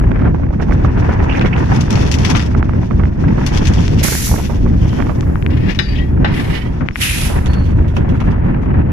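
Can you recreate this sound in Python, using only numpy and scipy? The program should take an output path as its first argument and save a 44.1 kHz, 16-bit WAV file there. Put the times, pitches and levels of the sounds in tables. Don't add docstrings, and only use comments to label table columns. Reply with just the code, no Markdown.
import sys
import numpy as np
from scipy import signal
from scipy.fft import rfft, irfft, next_fast_len
from scipy.io import wavfile
from scipy.ndimage import uniform_filter1d, minimum_filter1d, map_coordinates

SR = 44100
rng = np.random.default_rng(int(sys.argv[2]) if len(sys.argv) > 2 else 0)


def bounce(signal):
    frames = np.transpose(np.atleast_2d(signal))
    limited = np.clip(frames, -1, 1)
    pcm = np.round(limited * 32767).astype(np.int16)
    wavfile.write(sys.argv[1], SR, pcm)


N = 393372

# t/s, level/dB, lean/dB, f/Hz, flurry t60/s
WIND_POPS = [(0.116, -12, -17, 1600, 0.016), (.16, -15, 22, 1400, 0.06), (.193, -19, -4.5, 1480, 0.058),
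             (0.218, -17, -4, 1190, 0.044), (.25, -15, -3, 1420, 0.13), (.273, -15.5, 4.5, 1000, 0.06),
             (0.346, -14.5, -17, 890, 0.029), (.6, -13.5, -11.5, 1300, 0.07),
             (0.625, -13.5, -12, 1600, .04), (0.695, -17, -18, 890, 0.02), (.71, -14.5, -12, 900, 0.029),
             (.723, -11, -8, 1610, 0.035), (.848, -8, -14, 1310, 0.023), (.977, -15.5, 11, 1310, 0.027),
             (1.093, -8.5, -0.5, 1460, .14), (1.203, -17, -6, 1500, 0.013), (1.228, -20, -5, 800, .04),
             (1.352, -11.5, -2.5, 2200, 0.016), (1.409, -16, -2, 2400, 0.05), (1.449, -9.5, -6, 1910, 0.18),
             (1.974, -13.5, -17, 990, 0.05), (2.548, -11.5, -17, 1310, .035),
             (2.628, -8.5, -15.5, 1340, 0.004), (2.694, -13.5, -11, 1180, 0.0122),
             (2.735, -19.5, -15, 1290, .017), (2.832, -20, 0, 900, 0.037), (2.91, -13, -20, 1190, 0.041),
             (2.997, -14.5, -15, 1190, 0.076), (3.036, -14, -13, 1290, 0.02),
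             (3.055, -19, -17, 1800, 0.0066), (3.239, -16, 10, 1200, 0.048), (3.284, -16, -5, 2400, 0.034),
             (3.381, -13, -12, 1080, 0.094), (4.048, -11, -12.5, 1300, 0.11),
             (4.084, -8.5, -9.5, 1600, .04), (4.125, -9, -5, 1500, 0.042), (4.152, -8.5, -10, 1610, .01),
             (4.314, -11, -15, 900, 0.04), (4.34, -14, -13, 1100, 0.054), (4.385, -12.5, -11, 900, 0.079),
             (4.5, -16.5, -12.5, 880, 0.27), (4.663, -17, -13, 990, 0.043), (4.857, -21.5, -20, 990, 0.023),
             (4.931, -18.5, -18, 990, 0.022), (4.988, -15.5, -14, 1200, 0.072),
             (5.003, -10, -14, 1300, 0.024), (5.024, -12.5, -21, 1700, 0.014),
             (5.068, -17.5, -17, 1190, 0.022), (5.095, -13, -18, 1100, 0.17),
             (5.229, -20.5, -11, 1100, .025), (6.809, -14.5, 14, 1320, 0.078), (7.3, -15, -8, 990, 0.27),
             (8.216, -17, 6.5, 1000, 0.033), (8.633, -20, 16.5, 1000, 0.05), (8.742, -18.5, 17, 1000, .04)]


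def rolling(boom_db=-.5, rumble_db=-0.22, roar_db=.5, bump_db=2.5, grit_db=2.5, lag_s=0.00067):
    shaking = [(0, -11, -15.5), (.4, -15.5, -14), (.85, -15, -15.5), (1.3, -15.5, -13.5),
               (1.95, -16, -15.5), (2.3, -10.5, -9.5), (2.7, -17.5, -17), (3.02, -13.5, -14.5),
               (3.09, -17.5, -19), (3.25, -14.5, -13.5), (3.6, -12, -14), (4, -12.5, -13.5),
               (4.2, -18, -21.5), (4.33, -16.5, -11.5), (4.46, -18, -18.5), (4.67, -8.5, -13.5),
               (4.92, -20.5, -17.5), (5.2, -13, -14), (5.72, -14, -17), (5.85, -16.5, -17.5),
               (5.93, -10.5, -17.5), (6.25, -15.5, -12.5), (7, -18.5, -23), (7.35, -11.5, -17),
               (8.3, -12.5, -14), (8.92, -17.5, -15)]
    wheel_levels = [(0, -33), (.5, -39), (1.15, -22.5), (1.6, -25.5), (2.05, -29.5), (2.33, -20),
                    (2.55, -34.5), (3.05, -39.5), (3.5, -24), (4.2, -40), (5.3, -33), (5.85, -40),
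                    (6.2, -36), (6.33, -25), (6.95, -39.5), (7.33, -25), (7.52, -28), (7.7, -37),
                    (8.25, -28), (8.92, -34.5)]
    boom_tone = [(8, -15.5), (22, -9.5), (35, -6), (52, -1), (64, -4.5), (73, 1.5), (84, -2), (100, -6),
                 (140, -19.5), (400, -85.5)]
    body_tone = [(50, -31.5), (85, -6.5), (115, 2), (170, -1.5), (240, -5), (330, -10), (450, -18),
                 (700, -24), (1500, -56.5), (4000, -120)]
    wheel_tone = [(150, -20), (350, 3), (620, 4.5), (800, 3.5), (950, 4), (1150, -2.5), (1900, -3.5),
                  (2600, -12.5), (3600, -29.5), (6000, -44), (12000, -74.5)]
    alike = [(30, 0.96), (70, 1), (130, 0.9), (280, 0.57), (600, 0.96), (1000, 0.077), (2000, 0.54),
             (4000, 0)]
    boom, rumble = curves(shaking)
    roar, = curves(wheel_levels)
    bumps = wobble(24)
    low = amp(boom + boom_db + bumps) * rush(boom_tone, alike, lag_s)
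    body = amp(rumble + rumble_db + bump_db * bumps) * rush(body_tone, alike, lag_s)
    grit = grit_db * wobble(110)
    wheels = amp(roar + roar_db + bump_db * bumps + grit) * rush(wheel_tone, alike, lag_s)
    return low + body + wheels


def thumps(typical_hz=62, t60=.05):
    joints = [(.066, -3.5), (.489, -4.5), (0.691, -4.5), (.866, -4), (1.146, -9.5), (1.224, -2),
              (2.592, -3), (3.032, -4.5), (4.31, -3), (4.652, -2.5)]
    out, t = np.zeros((2, N)), np.arange(SR // 8) / SR
    for s, db in joints:
        phase = 2 * np.pi * typical_hz * np.exp(0.13 * rng.standard_normal()) * t
        add(out, s, amp(db - 60 * t / t60) * phase * np.sin(phase))
    return out


def wind(count=600, spread_db=4, centre_hz=1050, scatter=0.49, thump_db=7, push_db=8, push_s=0.0017):
    gusts = [(0, -19.5, 2.5), (.95, -27.5, -9), (1.42, -20.5, -15), (1.65, -27, -12), (2.6, -23.5, -4),
             (3.1, -45, -4), (3.65, -23, -10), (4.35, -17.5, -24), (5.1, -39.5, -20), (5.6, -42, 2),
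             (6.2, -29, -9), (7.1, -37, -6), (7.35, -48, -17), (7.95, -18.5, 8), (8.3, -28.5, 11),
             (8.92, -22, 11.5)]
    port_tone = [(40, -7.5), (200, 3.5), (500, 5.5), (1200, -0.5), (2300, -3.5), (3000, -13), (3800, -20),
                 (6000, -23.5), (12000, -40.5)]
    level, lean = curves(gusts)
    force = amp(level) * pan(lean)
    out = np.zeros((2, N))
    age = np.arange(SR // 8) / SR / push_s
    push = age * (2 - age) * np.exp(-age)
    times, ports = rng.integers(N, size=count), rng.integers(2, size=count)
    sizes, pitches = np.clip(rng.standard_normal((2, count)), -2, 1.3)
    for at, port, size, pitch in zip(times, ports, sizes, pitches):
        burst = eddy(centre_hz * np.exp(scatter * pitch), t60=0.033) + amp(thump_db) * push
        add(out[port, None], at / SR, force[port, at] * amp(spread_db * size) * burst)
    for s, db, lean_db, hz, t60 in WIND_POPS:
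        add(out, s, amp(db) * pan(lean_db) * (eddy(hz, t60) + amp(push_db) * push))
    return through(out, port_tone) / np.abs(rfft(impulse(port_tone))).max()


def eddy(hz, t60, sharpness=2.07, flurry_db=-8, clump_db=3):
    t = np.arange(SR // 8) / SR
    clumps = np.repeat(rng.standard_normal(len(t) // 128 + 1), 128)[:len(t)]
    spikes = amp(flurry_db + clump_db * clumps - 60 * t / t60) * rng.standard_normal(len(t))
    spikes *= rng.random(len(t)) < .08
    spikes[0] = 1
    ring = signal.lfilter(*signal.iirpeak(hz, sharpness, fs=SR), spikes)
    return ring / np.linalg.norm(ring) * np.sqrt(.004 * SR)


def puffs(level_db=-5, rise_s=.012, flurry_s=0.053):
    puff_tone = [(60, -6.5), (150, 6.5), (280, 0.5), (500, -4.5), (850, -12), (1500, -20.5), (3000, -33),
                 (8000, -72)]
    flow = np.zeros((2, N))
    for s, db, lean_db, _, t60 in WIND_POPS:
        swell = gate(s - rise_s, rise_s, rise_s, sag_db_per_s=0, release_db_per_s=485.5)
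        flow += amp(db + level_db) * np.sqrt(t60 / flurry_s) * pan(lean_db) * swell
    return flow * rush(puff_tone)


def ticks(level_db=6, cycles_per_20_db=1.9):
    clicks = [(1.395, -7.5, 9, 4000), (1.565, -10.5, -14, 2740), (3.8805, 0.5, 6, 5600),
              (5.209, -4, 20, 6330), (5.357, -9.5, 15, 1200), (5.4254, -13.5, 22, 2500),
              (5.4639, -5, 19, 2420), (6.887, 15.5, 29, 2220), (6.91, -14.5, 19, 2070),
              (6.958, 3.5, 26, 2170), (6.9628, -5.5, 16, 2080)]
    tick_tone = [(300, -13), (1500, 0.5), (3200, -3), (5000, -12.5), (8000, -16), (15000, -49.5)]
    out, t = np.zeros((2, N)), np.arange(SR // 100) / SR
    for s, db, lean_db, hz in clicks:
        fade = amp(db + level_db - 20 * hz * t / cycles_per_20_db)
        add(out, s, fade * pan(lean_db) * np.sin(2 * np.pi * hz * t))
    return through(out, tick_tone) / np.abs(rfft(impulse(tick_tone))).max()


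def clatter(chatter_db=-0.6, crack_db=2.5, t60=0.069, attack_s=0.0008, buzz_hz=110, depth=0.37):
    chatter = [(0, -57), (1.6, -39.5), (2.37, -24), (2.52, -48), (3.1, -51.5), (3.42, -40), (3.55, -30.5),
               (4.45, -34.5), (4.72, -48), (4.97, -36.5), (5.4, -65), (6.9, -50.5), (8, -49), (8.5, -61),
               (8.92, -59.5)]
    sides = [(6.8, 7.5), (7.4, -18)]
    # t/s, level/dB, lean/dB,
    # brightness/(dB per octave)
    cracks = [(1.326, -25, 0, -11), (1.411, -19, 2, -11.5), (1.457, -21.5, -5.5, -10.5),
              (1.7614, -24, 4.5, -1.5), (1.808, -26.5, 9.5, 3.5), (1.9045, -24, 11.5, 3.5),
              (1.926, -26, 11, 2.5), (1.954, -23.5, 13.5, 0), (2.114, -18.5, 12.5, 3),
              (2.1399, -20.5, 6.5, 2.5), (2.185, -25, 13.5, 2.5), (2.248, -13.5, 10, -1.5),
              (2.2989, -17.5, 7, 2), (2.394, -17.5, 7, -4), (3.4632, -21, 9, 4.5), (3.5722, -22, 8.5, 1.5),
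              (3.653, -22.5, 8, 0), (3.67, -18.5, 8.5, 2), (3.7348, -27, 13, 3), (5.705, -23.5, 14.5, -4.5),
              (5.747, -26, 16.5, -4.5), (7.459, -27, -13.5, 0), (7.5326, -30.5, -11, -0.5),
              (7.965, -26, -3.5, -3.5), (7.88, -34.5, -12, -3.5), (8.09, -37.5, -6.5, -3.5),
              (8.202, -30.5, -8.5, -4.5), (8.31, -36.5, -2, -2.5)]
    clatter_tone = [(400, -26.5), (1500, -2), (2200, 4), (3200, 3), (4300, -3.5), (5700, -2), (7200, -8.5),
                    (8400, -18), (10800, -12.5), (12500, -21), (15000, -31.5)]
    from_frame = [(1000, -0.5), (3000, -5.5), (5700, 2.5), (8400, -3.5), (10800, -16), (14000, -8.5)]
    level, = curves(chatter)
    lean, = curves(sides)
    cycle = np.cumsum(buzz_hz * np.exp(.3 * wobble(40))) / SR % 1
    knocks = 1 - depth + depth * 3 * np.exp(-4 * cycle)
    shaken = unit(knocks * amp(4.5 * wobble(45)) * rng.standard_normal((2, N)))
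    out = amp(level + chatter_db) * pan(lean) * shaken
    t = np.arange(SR // 6) / SR
    for s, db, lean_db, bright_db in cracks:
        pulses = amp(1.9 * wobble(390, size=len(t)) - 60 * t / t60) * (1 - np.exp(-t / attack_s))
        cycle = t * buzz_hz * np.exp(.2 * rng.standard_normal()) % 1
        pulses *= amp(-9.5 * (cycle - 0.2831))
        noise = tilted(rng.standard_normal((2, len(t))), bright_db)
        add(out, s, amp(db + crack_db) * pan(lean_db) * pulses * noise)
    coloured = through(out, clatter_tone) / np.linalg.norm(impulse(clatter_tone))
    return ringing(shaded(coloured, from_frame), t60=0.069, share=0.67)


def clanks(crash_db=-1, attack_s=0.00014):
    # t/s, level/dB, lean/dB, brightness/(dB per octave), ring/dB, crash t60/s
    blows = [(2.3497, -2, 10.5, -4, -10, .035), (5.7894, -3.5, 10, 4.5, 0, .055),
             (6.2458, -11, 3, -3.5, 0.5, 0.096)]
    crash_tone = [(300, -4.5), (800, 2), (1400, 2), (2000, 7.5), (3200, 0), (4200, -8.5), (5200, -12),
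                  (7000, -30), (9000, -35.5), (15000, -45.5)]
    steel_notes = [(839, -10, 0.15), (1147, -16, 0.15), (1345, -10, 0.077), (1544, -10, 0.21),
                   (1720, -10, 0.13), (1830, -7.5, 0.12), (2010, -17.5, 0.32), (2270, -17.5, 0.11),
                   (2895, -14.5, 0.064), (3530, -11.5, 0.056), (3700, -9, 0.039), (3990, -6.5, 0.052),
                   (5070, -28, 0.3), (6363, -38, 0.28)]
    out, t = np.zeros((2, N)), np.arange(SR // 2) / SR
    for s, db, lean_db, bright_db, ring_db, crash_t60 in blows:
        blow = tilted(rush(crash_tone)[:, :len(t)], bright_db) * amp(crash_db - 60 * t / crash_t60)
        for hz, level, t60 in steel_notes:
            strength = ring_db + level + bright_db * np.log2(hz / 2000) + rng.normal(0, 1.6, (2, 1))
            blow += amp(strength - 60 * t / t60) * np.sin(2 * np.pi * (hz * t + rng.random((2, 1))))
        add(out, s, amp(db) * pan(lean_db) * blow * (1 - np.exp(-t / attack_s)))
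    return ringing(out, t60=0.28, share=0.4)


def brake(grab_db=3, hiss_db=-5, attack_s=0.013, climb_per_s=.9):
    scrapes = [(5.495, 0.18, -33, 17), (5.664, 0.047, -28, 16), (5.841, 0.15, -30, 7.5),
               (6.27, 0.068, -27, 5), (6.356, 0.051, -27.5, 6), (6.486, .09, -26, -9)]
    fin_notes = [(1670, 170, -11.5), (2000, 150, -14), (2320, 150, -14.5), (2740, 140, -12)]
    hiss_tone = [(300, -7.5), (900, -2), (1350, -2), (2000, 4.5), (3000, -0.5), (4000, -7), (5300, -10),
                 (7000, -21.5), (9000, -34), (15000, -32.5)]
    rub = sum(amp(db) * pan(lean_db) * gate(s, attack_s, length, sag_db_per_s=11.5, release_db_per_s=169)
              for s, length, db, lean_db in scrapes)
    t, starts = np.arange(N) / SR, np.array([row[0] for row in scrapes])
    sliding_s = np.clip(t - starts[np.searchsorted(starts, t) - 1], 0, .5)
    climb = 1 + climb_per_s * sliding_s
    song = sum(amp(db) * narrow(hz * climb, width_hz) for hz, width_hz, db in fin_notes)
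    grip = rub * amp(grab_db * wobble(90))
    return ringing(grip * (amp(hiss_db) * rush(hiss_tone) + song), t60=0.055, share=0.64)


def squeaks(level_db=3, overtone_db=-29, attack_s=0.0027):
    # t/s, length/s, f/Hz, level/dB, pitch flutter/share, lean/dB
    chirps = [(1.292, .014, 2570, -21, .07, -21), (1.308, 0.025, 2680, -22, .07, -21),
              (1.351, 0.033, 2270, -23.5, 0.14, -13), (1.526, 0.021, 2530, -20, 0.13, -21),
              (3.778, 0.018, 2970, -28.5, 0.12, 13), (4.807, 0.29, 3070, -45, 0.078, 21),
              (5.824, 0.12, 4620, -33, 0.0072, 16), (5.953, 0.032, 3000, -32.5, .12, 16),
              (5.983, 0.023, 2910, -29, .09, 18), (5.977, 0.085, 1920, -32, 0.016, 14),
              (6.927, 0.055, 5370, -43, 0.018, -19), (7.478, 0.2, 4370, -45, 0.021, -9)]
    out, t = np.zeros((2, N)), np.arange(SR // 2) / SR
    for s, length, hz, db, flutter, lean_db in chirps:
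        phase = 2 * np.pi * np.cumsum(hz * (1 + flutter * wobble(900, size=len(t)))) / SR
        tone = np.sin(phase) + amp(overtone_db) * np.sin(2 * phase)
        fade_db = -30 * np.maximum(t / length - .6, 0)
        swell = (1 - np.exp(-t / attack_s)) * amp(fade_db + 2.4 * wobble(160, size=len(t)))
        add(out, s, amp(db + level_db) * pan(lean_db) * swell * tone)
    return out


def vents(pipe_fade_db_per_s=13.5):
    # valve, t/s, opening/s, length/s, level/dB, sag/(dB per s), pipe level/dB
    releases = [("ahead", 4.025, 0.014, 0.21, -15, 27, -4.5), ("ahead", 4.21, .07, 0.054, -20.5, 3, -10.5),
                ("ahead", 4.63, .35, 1.5, -52, 4.4, -12), ("right", 6.29, 0.092, 0.27, -39.5, 3, 6.3),
                ("right", 6.93, 0.062, 0.11, -29.5, 3, -1.5),
                ("right", 6.995, 0.033, 0.27, -13.5, 41, -1.5)]
    ahead_tone = [(800, -34.5), (2500, -18), (4200, -5), (6000, -0.5), (7400, -1), (8600, -10.5),
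                  (10000, -2.5), (11300, -1), (13000, -6.5), (15000, -13.5)]
    right_tone = [(900, -43), (2500, 4), (4200, -3), (6200, -3.5), (8500, -6.5), (9600, -4), (10500, -1),
                  (11500, -3.5), (13000, -9.5), (15000, -22)]
    pipe_tone = [(400, -44), (1300, -12.5), (2000, -3), (2900, -9.5), (3800, -12), (6000, -38.5),
                 (12000, -65)]
    from_ahead = [(1300, -5.5), (3000, 1.5), (4500, 1), (6500, 6.5), (8500, -2), (10800, -14), (15000, -3)]
    from_right = [(2000, -2), (3500, -1), (6000, -14), (10000, -27), (15000, -14.5)]
    jets = {"ahead": shaded(rush(ahead_tone), from_ahead), "right": shaded(rush(right_tone), from_right)}
    pipes = {"ahead": pan(-4) * rush(pipe_tone), "right": pan(4) * rush(pipe_tone)}
    air = np.zeros((2, N))
    for valve, s, opening, length, db, sag, pipe_db in releases:
        flow = amp(db) * gate(s, opening, length, sag, release_db_per_s=122.5)
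        pipe = amp(pipe_db - pipe_fade_db_per_s * since(s)) * pipes[valve]
        air += flow * (jets[valve] + pipe)
    sputter = amp(wobble(150) + wobble(10))
    return ringing(air * sputter, t60=0.25, share=0.14)


def whistles(sputter_db=3, rise_s=0.02, pressure_fall_s=0.06):
    # t/s, length/s, start f/Hz, end f/Hz, width/Hz, level/dB, sag/(dB per s), lean/dB
    notes = [(4.228, 0.048, 6330, 5850, 585, -29.5, 3, 6.5), (6.999, 0.24, 11630, 10050, 476, -28, 12, -22),
             (7.004, 0.085, 3255, 2345, 502, -14, 56, 14)]
    out = np.zeros((2, N))
    for s, length, start_hz, end_hz, width_hz, db, sag, lean_db in notes:
        pressure = np.exp(-since(s) / pressure_fall_s)
        tone = narrow(end_hz + (start_hz - end_hz) * pressure, width_hz) * amp(sputter_db * wobble(150))
        out += amp(db) * pan(lean_db) * gate(s, rise_s, length, sag, release_db_per_s=122.5) * tone
    return out


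def ringing(x, t60, share):
    t = np.arange(SR // 4) / SR
    tail = rng.standard_normal((2, len(t))) * amp(-60 * t / t60)
    return x + share * signal.oaconvolve(x, tail / np.linalg.norm(tail[0]), axes=1)[:, :N]


def shaded(x, shading):
    return filtered(x, lambda hz: pan(along(shading, hz)))


def ducked(x, from_db=-17, share=0.42, hold_s=0.068, glide_s=0.026):
    sensitivity = [(300, -36), (1400, -13), (2600, 3), (6000, 6.5), (12000, 2)]
    power = np.mean(filtered(x, lambda hz: amp(along(sensitivity, hz))) ** 2, axis=0)
    excess = np.abs(uniform_filter1d(power, size=256)) / amp(from_db) ** 2
    hold = int(hold_s * SR) + 1
    needed = minimum_filter1d((1 + excess) ** (-share / 2), hold, origin=(hold - 1) // 2)
    keep = np.exp(-1 / (glide_s * SR))
    return x * (1 - signal.lfilter([1 - keep], [1, -keep], 1 - needed))


def amp(db):
    return 10 ** (np.asarray(db) / 20)


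def unit(x):
    return x / np.sqrt(np.mean(x ** 2) + 1e-20)


def along(points, hz):
    f, values = np.transpose(points)
    return np.interp(np.log(hz + 1), np.log(f + 1), values)


def curves(rows):
    s, *columns = np.transpose(rows)
    return [np.interp(np.arange(N) / SR, s, column) for column in columns]


def wobble(rate, size=N):
    points = rng.standard_normal(int(size * rate / SR) + 4)
    return map_coordinates(points, [np.arange(size) * rate / SR])


def since(s):
    return np.maximum(np.arange(N) / SR - s, 0)


def gate(s, attack, length, sag_db_per_s, release_db_per_s):
    t = since(s)
    swell = np.sin(np.pi / 2 * np.minimum(t / attack, 1)) ** 2
    fall_db = sag_db_per_s * np.minimum(t, length) + release_db_per_s * np.maximum(t - length, 0)
    return swell * amp(-fall_db)


def pan(lean_db):
    gains = amp(np.array([lean_db, -lean_db]).reshape(2, -1) / 2)
    return gains / np.sqrt(np.mean(gains ** 2, axis=0))


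def add(track, s, sound):
    part = track[:, max(round(s * SR), 0):][:, :sound.shape[-1]]
    part += sound[..., :part.shape[1]]


def filtered(x, response):
    size = next_fast_len(N + SR // 2)
    return irfft(rfft(x, size) * response(np.fft.rfftfreq(size, 1 / SR)), size)[..., :N]


def tilted(x, db_per_octave):
    hz = np.clip(np.fft.rfftfreq(x.shape[-1], 1 / SR), 700, 8000)
    return irfft(rfft(x) * amp(db_per_octave * np.log2(hz / 2500)), x.shape[-1])


def impulse(spectrum, size=2048):
    cepstrum = irfft(np.log(amp(along(spectrum, np.fft.rfftfreq(size, 1 / SR)))))
    cepstrum[1:size // 2] *= 2
    cepstrum[size // 2 + 1:] = 0
    answer = irfft(np.exp(rfft(cepstrum)))
    return answer / np.abs(answer).max()


def through(x, spectrum):
    return signal.oaconvolve(x, impulse(spectrum)[None], axes=1)[:, :N]


def rush(spectrum, alike=None, lag_s=0):
    apart = [(1000, 0)]

    def mid_and_side(hz):
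        turn = np.arccos(np.clip(along(apart if alike is None else alike, hz), -1, 1)) / 2
        return amp(along(spectrum, hz)) * [np.cos(turn), np.sin(turn)]

    mid, side = filtered(rng.standard_normal((2, N)), mid_and_side)
    return unit(np.array([np.roll(mid + side, round(lag_s * SR)), mid - side]))


def narrow(hz, width_hz):
    phase = 2 * np.pi * np.cumsum(np.broadcast_to(hz, N)) / SR
    ports = [wobble(width_hz) * np.sin(phase) + wobble(width_hz) * np.cos(phase) for _ in range(2)]
    return unit(np.array(ports))


def scene():
    return (rolling() + thumps() + wind() + puffs() + ticks() + clatter() + clanks()
            + brake() + squeaks() + vents() + whistles())


def record(dry):
    x = ducked(dry)
    needed = 1 / np.maximum(np.abs(x).max(axis=0), 1)
    gain = uniform_filter1d(minimum_filter1d(needed, size=160), size=160)
    return filtered(x * gain, lambda hz: hz < 15250)


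dry = scene()
out = record(dry)
bounce(out)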